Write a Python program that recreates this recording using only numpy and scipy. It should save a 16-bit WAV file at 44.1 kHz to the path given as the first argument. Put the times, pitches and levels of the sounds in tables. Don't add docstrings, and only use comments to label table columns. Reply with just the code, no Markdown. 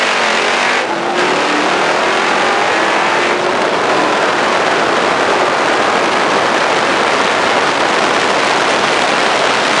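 import sys
import numpy as np
from scipy import signal
from scipy.fft import rfft, irfft, next_fast_len
from scipy.io import wavfile
from scipy.ndimage import map_coordinates

SR = 44100
rng = np.random.default_rng(int(sys.argv[2]) if len(sys.argv) > 2 else 0)


def dump_mix(stems):
    frames = np.atleast_2d(stems).T
    limited = np.clip(frames, -1, 1)
    pcm = np.round(limited * 32767).astype(np.int16)
    wavfile.write(sys.argv[1], SR, pcm)


N = 432180

# times in seconds of throttle opening, revs bottoming out, tyre grip and throttle
# shutting; lowest and highest four-stroke cycle rate in Hz; bow of the climb, 0-1.
GEARS = [(-.1, .31, .32, .83, 43.5, 50.7, .55), (1.16, 1.33, 1.53, 3.36, 36.6, 53.25, .25),
         (3.87, 4.02, 4.11, 7.62, 38.6, 54.3, .22), (8.1, 8.3, 8.3, 9.9, 40.8, 43.7, .22)]
# strength in dB, lateness in cycles.
CYLINDERS = [(1, -0.00007), (-12, 0.016), (-2, -0.017), (0.5, 0.0103), (2, -0.018), (0.5, 0.013),
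             (-3, -0.0102), (-5, 0.0326)]


def engine(pull):
    # note, growl, boom, howl and rasp gains in dB.
    voices = [(-14.5, -31.5, -27.5, -25, -18.5), (-14.5, -35, -21.5, -19, -20.5),
              (-15.5, -38, -23.5, -23, -24), (-22.5, -33.5, -28, -26, -22)]
    cycle_hz = revs(GEARS)
    gear, since_s = in_gear(GEARS)
    note_db, growl_db, boom_db, howl_db, rasp_db = np.array(voices)[gear].T
    cycles = crank(cycle_hz, unsteady=.0018)
    swell_db = 0.07 * (cycle_hz - 48)
    note = amp(note_db + swell_db) * exhaust_note(cycles, flutter_cycles=.003)
    boom = exhaust_boom(cycles, cycle_hz, growl_db, boom_db, howl_db)
    rasp = exhaust_rasp(cycles, jitter_s=.000055, scatter_db=2.5, gas=1.23, throb=0.78)
    bite_db = 3 * np.exp(-since_s / 2.05)
    coasting = 1 - pull
    return amp(-15.5 * coasting) * (note + boom) + amp(rasp_db + bite_db - 13.5 * coasting) * rasp


def exhaust_note(cycles, flutter_cycles):
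    # multiple of the cycle rate, level in dB.
    orders = [(4, -42), (6, -42), (7, -39), (9, -30), (10, -34.5), (11, -31), (12, -34), (13, -30),
              (14, -36), (15, -31), (16, -31), (18, -29.5), (19, -32), (20, -32.5), (21, -34), (22, -34),
              (23, -31.5), (24, -36), (25, -34), (26, -30), (27, -32), (28, -36), (29, -39), (30, -36),
              (31, -30.5), (32, -33), (34, -32.5), (35, -32), (36, -36), (39, -34), (40, -34), (43, -35.5),
              (44, -35.5), (47, -37), (50, -37)]
    ragged = cycles + flutter_cycles * wobble(90)
    return unit(sum(amp(db) * harmonic(ragged, order, waver_db=3) for order, db in orders))


def exhaust_rasp(cycles, jitter_s, scatter_db, gas, throb):
    # frequency in Hz, gain in dB.
    crackle_spectrum = [(20, -85), (900, -21.5), (1450, 0.5), (1900, 1.5), (2550, 1.5), (3300, -4.5),
                        (4700, -9), (7000, -16.5), (10000, -26)]
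    strength_db, late_cycles = np.transpose(CYLINDERS)
    firing = np.arange(int(cycles[-1] * len(CYLINDERS)))
    cylinder = firing % len(CYLINDERS)
    chance = rng.standard_normal((len(firing), 2))
    onset = np.interp(firing / len(CYLINDERS) + late_cycles[cylinder], cycles, np.arange(N))
    onset = np.clip(onset + jitter_s * SR * chance[:, 0], 0, N - 1).astype(int)
    strength = amp(strength_db[cylinder] + scatter_db * chance[:, 1])
    t = np.arange(SR // 100) / SR
    shapes = rng.standard_normal((len(CYLINDERS), len(t))) * amp(-60 * t / 0.023)
    shapes[:, 0] = -9.5
    samples = onset[:, None] + np.arange(len(t))
    cracks = np.bincount(samples.ravel(), (strength[:, None] * shapes[cylinder]).ravel(), N)[:N]
    impulses = np.bincount(onset, strength, N)
    puffs = unit(signal.oaconvolve(impulses, amp(-60 * t / 0.019))[:N])
    hiss = (1 + throb * puffs) * rng.standard_normal(N)
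    return coloured(unit(cracks) + gas * unit(hiss), crackle_spectrum)


def exhaust_boom(cycles, cycle_hz, growl_db, boom_db, howl_db):
    # centre in Hz, width in Hz, gain in dB.
    boom_modes = [(299.5, 36, -1), (360.6, 35, -1.5), (432.6, 26, 4)]
    howl_modes = [(810, 69, -1), (872, 36, -1.5), (760, 400, -12.5)]

    def ringing(modes, order, waver_db):
        return resonance(order * cycle_hz, modes) * unit(harmonic(cycles, order, waver_db))
    growl = amp(growl_db) * unit(harmonic(cycles, order=5, waver_db=-0.9))
    boom = amp(boom_db) * ringing(boom_modes, order=8, waver_db=3.0)
    howl = amp(howl_db) * ringing(howl_modes, order=17, waver_db=1.0)
    return growl + boom + howl


def revs(gears):
    # end time in seconds, cycle rate in Hz.
    launch = (.07, 49.7)
    progress = np.linspace(0, 1, num=20)
    points = [launch]
    for _, bottom_s, grip_s, shut_s, low_hz, high_hz, bow in gears:
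        climb_s = grip_s + (shut_s - grip_s) * progress
        climb_hz = low_hz + (high_hz - low_hz) * (progress + bow * progress * (1 - progress))
        points += [(bottom_s, low_hz), *zip(climb_s, climb_hz)]
    return np.interp(np.arange(N) / SR, *np.transpose(points))


def throttle(gears, move_s):
    t = np.arange(N) / SR
    return sum(np.clip(np.minimum(t - open_s, shut_s - t) / move_s + .5, 0, 1)
               for open_s, _, _, shut_s, *_ in gears)


def in_gear(gears):
    t = np.arange(N) / SR
    open_s = np.transpose(gears)[0]
    gear = np.maximum(np.searchsorted(open_s, t) - 1, 0)
    return gear, np.abs(t - open_s[gear])


def crank(cycle_hz, unsteady):
    return np.cumsum(cycle_hz * (1 + unsteady * wobble(25))) / SR


def harmonic(cycles, order, waver_db):
    return amp(waver_db * wobble(7)) * np.sin(2 * np.pi * (order * cycles + rng.random()))


def resonance(hz, modes):
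    return np.sqrt(sum(amp(db) ** 2 / (1 + (2 * (hz - centre_hz) / width_hz) ** 2) ** 2
                       for centre_hz, width_hz, db in modes))


def wind(pull, start_m_per_s=8.7, power_w_per_kg=115):
    # frequency in Hz, gain in dB.
    rumble_spectrum = [(20, -15), (45, -14.5), (90, -0.5), (140, 5), (220, -4.5), (500, -27.5),
                       (10000, -94)]
    work_j_per_kg = power_w_per_kg * np.cumsum(pull) / SR
    gained_m_per_s = np.sqrt(start_m_per_s ** 2 + 2 * work_j_per_kg) - start_m_per_s
    pace = np.abs(gained_m_per_s / gained_m_per_s[-1])

    def rise(start_db, top_db, exponent):
        return amp(start_db + (top_db - start_db) * pace ** exponent)
    roar, tear = buffeting(roar_depth_db=1.13, tear_depth_db=3.0, spit_depth_db=4.0)
    rumble = coloured(rng.standard_normal(N), rumble_spectrum)
    flutter = amp(0.42 * wobble(12))
    return (rise(-22.5, -5.5, exponent=1.08) * roar
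            + rise(-27.5, -6.8, exponent=1.96) * flutter * tear
            + rise(-48.5, -31.5, exponent=0.89) * rumble)


def buffeting(roar_depth_db, tear_depth_db, spit_depth_db):
    # frequency in Hz, gain in dB.
    roar_spectrum = [(20, -42), (45, -37.5), (100, -26.5), (160, -13.5), (240, -7.5), (380, -3),
                     (620, -1.5), (950, -3.5), (1400, -7.5), (2200, -16), (4000, -30), (10000, -80)]
    tear_spectrum = [(20, -60), (300, -10), (800, -3), (1500, 2.5), (2200, 0), (3000, -3.5), (4500, -9),
                     (6000, -14.5), (10000, -26.5)]
    spit_spectrum = [(20, -69.5), (1200, -14), (3000, 1.5), (4500, -3), (6500, -7), (10000, -16.5)]
    eddies = unit(wobble(1300) + .55 * wobble(300) + .13 * wobble(60))
    roar = coloured(amp(roar_depth_db * eddies) * rng.standard_normal(N), roar_spectrum)
    tear = coloured(amp(tear_depth_db * eddies) * rng.standard_normal(N), tear_spectrum)
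    small_eddies = unit(1.5 * eddies + wobble(2200))
    spit = coloured(amp(spit_depth_db * small_eddies) * rng.standard_normal(N), spit_spectrum)
    return roar, unit(tear + amp(-8.5) * spit)


def rival():
    gears = [(.85, .85, .85, 2.15, 41.1, 52.9, .22), (2.7, 2.7, 2.7, 4.98, 40.7, 52.1, .22),
             (5.45, 5.45, 5.45, 9.9, 41, 53.2, .22)]
    gear_db = [-21.5, -20.5, -23.5]
    # multiple of the cycle rate, level in dB.
    orders = [(4, -16), (5, -10), (6, -17), (8, 1), (9, -9), (11, -10), (12, -10), (13, -8), (14, -11),
              (15, -13), (17, -10), (18, -13), (20, -14), (21, -14), (24, -13)]
    # centre in Hz, width in Hz, gain in dB.
    modes = [(353, 51, 0.5), (380, 400, -11)]
    cycle_hz = revs(gears)
    cycles = crank(cycle_hz, unsteady=0.0033)
    note = sum(amp(db) * harmonic(cycles, order, waver_db=2.0) for order, db in orders)
    coasting = 1 - throttle(gears, move_s=0.18)
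    gear, _ = in_gear(gears)
    level_db = np.take(gear_db, gear) - 12 * coasting
    return amp(level_db) * resonance(len(CYLINDERS) * cycle_hz, modes) * unit(note)


def chirps():
    # peak time in seconds, length in seconds, pitch in Hz, pitch spread in Hz, level in dB.
    events = [(.84, 0.059, 510, 52, -23.5), (.92, 0.051, 855, 35, -19), (1.1, 0.072, 765, 70, -19),
              (1.3, 0.059, 870, 37, -22), (4.05, 0.31, 1015, 35, -21)]
    t = np.arange(N) / SR
    out = np.zeros(N)
    for peak_s, length_s, hz, spread_hz, db in events:
        pitch_hz = hz + spread_hz / 2 * wobble(120)
        envelope = np.exp(-2 * ((t - peak_s) / length_s) ** 2)
        out += amp(db) * envelope * unit(np.sin(2 * np.pi * np.cumsum(pitch_hz) / SR))
    return out


def amp(db):
    return 10 ** (np.asarray(db) / 20)


def unit(x):
    return x / np.sqrt(np.mean(x ** 2) + 1e-20)


def wobble(knots_per_s):
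    knots = rng.standard_normal(int(N * knots_per_s / SR) + 4)
    fine = np.arange(0, len(knots) - 1, 1 / 4)
    return unit(np.interp(np.arange(N) * knots_per_s / SR, fine, map_coordinates(knots, [fine])))


def coloured(x, spectrum):
    size = 4096
    hz, db = np.transpose(spectrum)
    bin_db = np.interp(np.log(np.fft.rfftfreq(size, 1 / SR) + 1), np.log(hz), db)
    cepstrum = irfft(np.log(amp(bin_db)))
    cepstrum[1:size // 2] *= 2
    cepstrum[size // 2 + 1:] = 0
    impulse_response = irfft(np.exp(rfft(cepstrum)))
    return unit(signal.fftconvolve(x, impulse_response)[:N])


def gain_control(x, hold_db, react_s):
    pole = np.exp(-1 / (react_s * SR))
    power = signal.lfilter([1 - pole], [1, -pole], (x / amp(hold_db)) ** 2 - 1) + 1
    return x / (1 + power ** 4) ** (1 / 8)


def overload(x, ceiling, hardness):
    return x / (1 + np.abs(x / ceiling) ** hardness) ** (1 / hardness)


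def band_limit(x, top_hz):
    size = next_fast_len(N + SR // 2)
    return irfft(rfft(x, size) * (np.fft.rfftfreq(size, 1 / SR) < top_hz), size)[:N]


def scene():
    pull = throttle(GEARS, move_s=0.061)
    return (engine(pull) + wind(pull) + rival() + chirps())[None]


def record(dry):
    held = gain_control(dry[0], hold_db=-12.5, react_s=0.077)
    rounded = overload(held, ceiling=1.14, hardness=7.8)
    return band_limit(rounded, top_hz=10100)[None]


dry = scene()
out = record(dry)
dump_mix(out)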